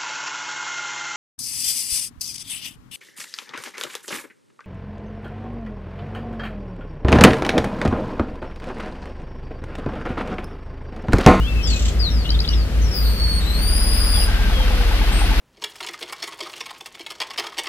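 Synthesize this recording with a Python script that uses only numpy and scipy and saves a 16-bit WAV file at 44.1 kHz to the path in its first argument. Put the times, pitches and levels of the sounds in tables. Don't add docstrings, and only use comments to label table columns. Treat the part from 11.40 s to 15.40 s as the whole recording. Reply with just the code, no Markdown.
import sys
import numpy as np
from scipy import signal
from scipy.fft import rfft, irfft
from scipy.io import wavfile

SR = 44100
rng = np.random.default_rng(int(sys.argv[2]) if len(sys.argv) > 2 else 0)


def master(y):
    cut = np.clip(np.atleast_2d(y).T, -1, 1)
    pcm = np.round(cut * 32767)
    wavfile.write(sys.argv[1], SR, pcm.astype(np.int16))


N = 176400
T = np.arange(N) / SR
HZ = np.fft.rfftfreq(N, 1 / SR)

# (frequency [Hz], correlation [0-1])
PORT_LIKENESS = [(250, .98), (1400, .65), (3000, .25)]
# (frequency [Hz], left minus right [dB])
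PORT_BALANCE = [(100, 1.4), (300, 4.1), (700, 7.3), (4000, 0.93)]
# (frequency [Hz], relative density [dB])
AIR_SPECTRUM = [(41, -32), (70, 6), (123, -19), (237, -20), (364, -28.5), (427, -26.5), (1030, -40),
                (1230, -36), (4900, -43), (13200, -58), (15500, -62)]
# (time [s], length [s], pitch [Hz], level before panning [dB])
LONE_CHIPS = [(0.848, 0.022, 3510, -30.5), (1.641, 0.058, 4250, -34), (3.76, .12, 9400, -40.5)]
PHRASE_STARTS = [.891, 0.99, 1.076]
# (delay [s], length [s], pitch [Hz], level before panning [dB])
PHRASE_CHIPS = [(0, 0.0044, 4060, -21.5), (.011, 0.0075, 4730, -17.5), (.023, .013, 4850, -33),
                (.05, 0.021, 3440, -28)]
# (time [s], length [s], start pitch [Hz], end pitch [Hz], level before panning [dB])
BIRD_WHISTLES = [(0, 0.098, 2780, 3630, -39.5), (.065, .075, 2673, 2645, -35.5),
                 (.15, 0.071, 2665, 2566, -36), (.225, 0.13, 5770, 3790, -32),
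                 (.205, 0.098, 2960, 3610, -42.5), (.31, 0.084, 2580, 2514, -42),
                 (.59, 0.11, 5170, 3620, -28), (.695, 0.15, 5780, 4230, -40), (.84, 0.11, 2770, 3320, -40),
                 (1.07, 0.082, 3050, 2790, -41.5), (1.1, .145, 5950, 4250, -40.5),
                 (1.41, 0.092, 6430, 4990, -42.5), (2.735, 0.055, 3630, 3230, -37.5),
                 (2.8, 0.042, 3300, 2575, -38.5), (3.12, 0.15, 3374, 3100, -39),
                 (3.715, .11, 8480, 8560, -40)]
# (time [s], pitch [Hz], roughness [0 = clean])
SQUEAL_PITCH = [(1.51, 5540, 0.62), (1.56, 5000, 1.3), (1.61, 4780, 0.72), (1.7, 4525, 1.07),
                (1.78, 4447, 0.39), (2.0, 4411, 0.27), (2.015, 3746, 0.68), (2.17, 4286, 0.72),
                (2.205, 4557, 0), (2.275, 4652, 0.22), (2.3, 4824, 0.57), (2.4, 4916, 0.61),
                (2.76, 4872, 0.59), (2.86, 4980, 0.44)]
# (time [s], first [dB], second [dB], third [dB])
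SQUEAL_HARMONICS = [(1.51, -39, -66, -68), (1.56, -33, -49.5, -39), (1.73, -38.5, -49, -47.5),
                    (1.82, -28.5, -47.5, -49), (1.98, -33, -42, -48), (2.02, -40.5, -52, -54.5),
                    (2.16, -37.5, -49, -48), (2.22, -32.5, -37.5, -43), (2.31, -34.5, -32.5, -46),
                    (2.6, -31.5, -34, -42), (2.84, -29.5, -33, -42), (2.875, -61, -54, -62)]
# (time [s], length [s], start pitch [Hz], end pitch [Hz], level before panning [dB])
VEHICLE_WHINES = [(2.86, 0.28, 1582, 1582, -36.5), (3.12, 0.418, 529.5, 457.4, -39)]
# (time [s], firing rate [Hz])
FIRING_RATE = [(0, 29), (.15, 30.4), (.6, 30.1), (.95, 29.2), (1.5, 28.65), (1.72, 29), (2.13, 34.4),
               (2.45, 35.7), (2.75, 36.5), (3.12, 38.3), (3.55, 39.1), (4, 41)]
# (frequency [Hz], relative density [dB])
BAY_SPECTRUM = [(200, -9), (360, -16.5), (600, -10), (1100, -6), (3000, -6), (4800, -10.5), (7300, -25),
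                (13000, -21), (15500, -36)]
# (time [s], gain [dB])
BAY_GAIN = [(0, -48), (1.3, -46), (2.1, -39.5), (3, -34.5), (4, -31.5)]
# (place in firing order [0-3], frequency [Hz], relative level [dB])
CYLINDER_RINGS = [(0, 700, 2), (0, 2000, -3), (2, 1480, 1), (2, 2720, -2), (3, 830, 5), (3, 1560, 0)]
# (multiple of firing rate [1], level [dB])
IDLE_PARTIALS = [(1, -33), (2, -16), (3, -48), (4, -47)]
# (frequency [Hz], level of a partial there [dB])
BOOM_RESPONSE = [(30, -92), (35, -17.5), (39, -14.5), (58, -18), (69, -28), (77, -26.5), (87, -56),
                 (145, -34.5), (260, -54)]

PORT_LAG_S = .0001
PORT_DELAY = np.exp(-2j * np.pi * HZ * PORT_LAG_S)


def amp(db):
    return 10 ** (np.asarray(db) / 20)


def unit(x):
    return x / np.sqrt(np.mean(x ** 2) + 1e-20)


def curve(rows, column=1):
    rows = np.array(rows)
    return np.interp(T, rows[:, 0], rows[:, column])


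def spectrum(rows, hz):
    f, value = np.transpose(rows)
    return np.interp(np.log(hz + 1), np.log(f + 1), value)


def add(mix, s, sound):
    part = mix[round(s * SR):][:len(sound)]
    part += sound[:len(part)]


def band(hz, width_hz):
    bell = np.exp(-.5 * ((HZ - hz) / width_hz) ** 2)
    return unit(irfft(rfft(rng.standard_normal(N)) * bell, N))


def noise_pair(gain):
    left, other = rfft(rng.standard_normal((2, N)))
    same = spectrum(PORT_LIKENESS, HZ)
    tilt = amp(spectrum(PORT_BALANCE, HZ) / 2)
    right = (same * left + np.sqrt(1 - same ** 2) * other) * PORT_DELAY
    pair = irfft(np.array([left * tilt, right / tilt]) * gain, N)
    return pair / np.sqrt(np.mean(pair.mean(0) ** 2))


def place(x, pan_db, wet_db, t60_s=.18, first_echo_s=.0012):
    t = T[:SR // 2]
    echoes = rng.standard_normal((2, len(t))) * (rng.random((2, len(t))) < .05)
    tail = echoes * amp(-60 * t / t60_s) * (t > first_echo_s)
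    tail /= np.linalg.norm(tail, axis=1, keepdims=True)
    wet = signal.fftconvolve(x[None], tail, axes=1)[:, :N]
    direct = np.array([x * amp(pan_db / 2), irfft(rfft(x) * PORT_DELAY, N) * amp(-pan_db / 2)])
    return direct + amp(wet_db) * wet


def glides(rows, jitter, fade_share=.17):
    out, waver = np.zeros(N), band(0, 116)
    for s, length, first, last, db in rows:
        u = np.linspace(0, 1, int(length * SR))
        hz = first * (last / first) ** u * (1 + jitter * np.roll(waver, -int(s * SR))[:len(u)])
        swell = np.sin(np.pi / 2 * np.minimum(np.minimum(u, 1 - u) / fade_share, 1))
        add(out, s, np.sqrt(2) * amp(db) * swell * np.sin(2 * np.pi * np.cumsum(hz) / SR))
    return out


def air(low_cut_hz=85):
    colour = amp(spectrum(AIR_SPECTRUM, HZ)) / (1 + (low_cut_hz / (HZ + 1)) ** 6)
    bed = noise_pair(colour) * amp(-28 + .5 * band(0, 4.5))
    insects = np.array([band(12800, 550) for port in range(2)])
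    return bed + amp(-56.5) * insects


def scold(start_s=.268, spacing_s=.03, syllable_s=.016, top_hz=7910):
    level, syllable = np.zeros(N), np.hanning(int(syllable_s * SR)) ** .5
    for k in range(8):
        add(level, start_s + k * spacing_s, amp(-29.5 + rng.standard_normal()) * syllable)
    hiss = band(7400, 2150) + .63 * band(3400, 720)
    hiss = unit(irfft(rfft(hiss) * (HZ < top_hz), N))
    return place(level * hiss, pan_db=5.5, wet_db=0)


def whistles():
    return place(glides(BIRD_WHISTLES, jitter=.0065), pan_db=12, wet_db=-2)


def chatter(rasp_hz=258):
    out, rasp = np.zeros(N), band(0, 630)
    runs = [(start + delay, *chip) for start in PHRASE_STARTS for delay, *chip in PHRASE_CHIPS]
    for s, length, hz, db in LONE_CHIPS + runs:
        pitch = hz + rasp_hz * rasp[int(s * SR):][:int(length * SR)]
        swell = np.hanning(len(pitch)) ** .5
        add(out, s, np.sqrt(2) * amp(db) * swell * np.sin(2 * np.pi * np.cumsum(pitch) / SR))
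    return place(out, pan_db=5, wet_db=-7)


def squeal(split=.048):
    rough, out = curve(SQUEAL_PITCH, column=2), np.zeros(N)
    for offset, gain in [(.22 * split, 1), (-split, amp(-3) * rough)]:
        flutter = .017 * band(330, 107) + .019 * band(0, 40)
        turns = np.cumsum(curve(SQUEAL_PITCH) * (1 + rough * (offset + flutter))) / SR
        voice = sum(amp(curve(SQUEAL_HARMONICS, k)) * np.sin(2 * np.pi * k * turns) for k in (1, 2, 3))
        out += gain * voice * amp(2 * band(0, 85))
    sounding = (T > SQUEAL_HARMONICS[0][0]) & (T < SQUEAL_HARMONICS[-1][0])
    return place(amp(1.5) * out * sounding, pan_db=10.5, wet_db=4)


def whines():
    return place(glides(VEHICLE_WHINES, jitter=.03), pan_db=4, wet_db=-8)


def diesel_knocks(rise_s=.004, phase_turns=.35):
    rate = curve(FIRING_RATE)
    firing = (np.cumsum(rate) / SR + phase_turns).astype(int)
    t, knocks = T[:SR // 20], np.zeros(N)
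    envelope = t / rise_s * np.exp(1 - t / rise_s)
    for cylinder, hz, db in CYLINDER_RINGS:
        for at in np.flatnonzero((np.diff(firing) > 0) & (firing[1:] % 4 == cylinder)):
            size, detune = rng.standard_normal(2)
            ring = np.sin(2 * np.pi * (hz + 20 * detune) * t)
            add(knocks, at / SR, amp(db + 2 * size) * envelope * ring)
    force = np.clip((rate - rate[0]) / 10, 0, 1)
    return place(knocks * force, pan_db=7.8, wet_db=-11)


def engine_bay(low_cut_hz=208, drone_start_s=3.23, drone_rise_s=.62):
    colour = amp(spectrum(BAY_SPECTRUM, HZ)) / (1 + (low_cut_hz / (HZ + 1)) ** 2)
    hiss = noise_pair(colour) * amp(2 + .5 * band(0, 60))
    swell = np.clip((T - drone_start_s) / drone_rise_s, 0, 1)
    drone = amp(-34) * swell * band(260, 96)
    return amp(curve(BAY_GAIN)) * (hiss + diesel_knocks()) + drone


def booms(idle_hz=26.8, port_phase_rad=.24):
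    side = np.array([[1], [-1]])
    phase = port_phase_rad * side
    idle = sum(amp(db) * np.cos(2 * np.pi * k * idle_hz * T + phase) for k, db in IDLE_PARTIALS)
    rate = curve(FIRING_RATE)
    turns = np.cumsum(rate) / SR
    revving = np.zeros((2, N))
    for k in range(1, 6):
        waver = 1 + .019 * k * band(0, 7.4)
        revving += amp(spectrum(BOOM_RESPONSE, k * rate)) * waver * np.cos(2 * np.pi * k * turns + phase)
    hum = unit(sum(np.cos(2 * np.pi * (k * turns + rng.random())) / k for k in range(4, 20)))
    load_db = curve(BAY_GAIN) - BAY_GAIN[0][1]
    return (idle + revving + amp(-39 + .15 * load_db) * hum) * amp(.5 * side)


def scene():
    birds = whistles() + chatter() + scold()
    return birds + whines() + booms() + air() + engine_bay() + squeal()


def record(dry, cutoff_hz=15750):
    low_pass = signal.firwin(511, cutoff_hz, window=("kaiser", 9), fs=SR)
    return signal.oaconvolve(dry, low_pass[None], "same")


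dry = scene()
out = record(dry)
master(out)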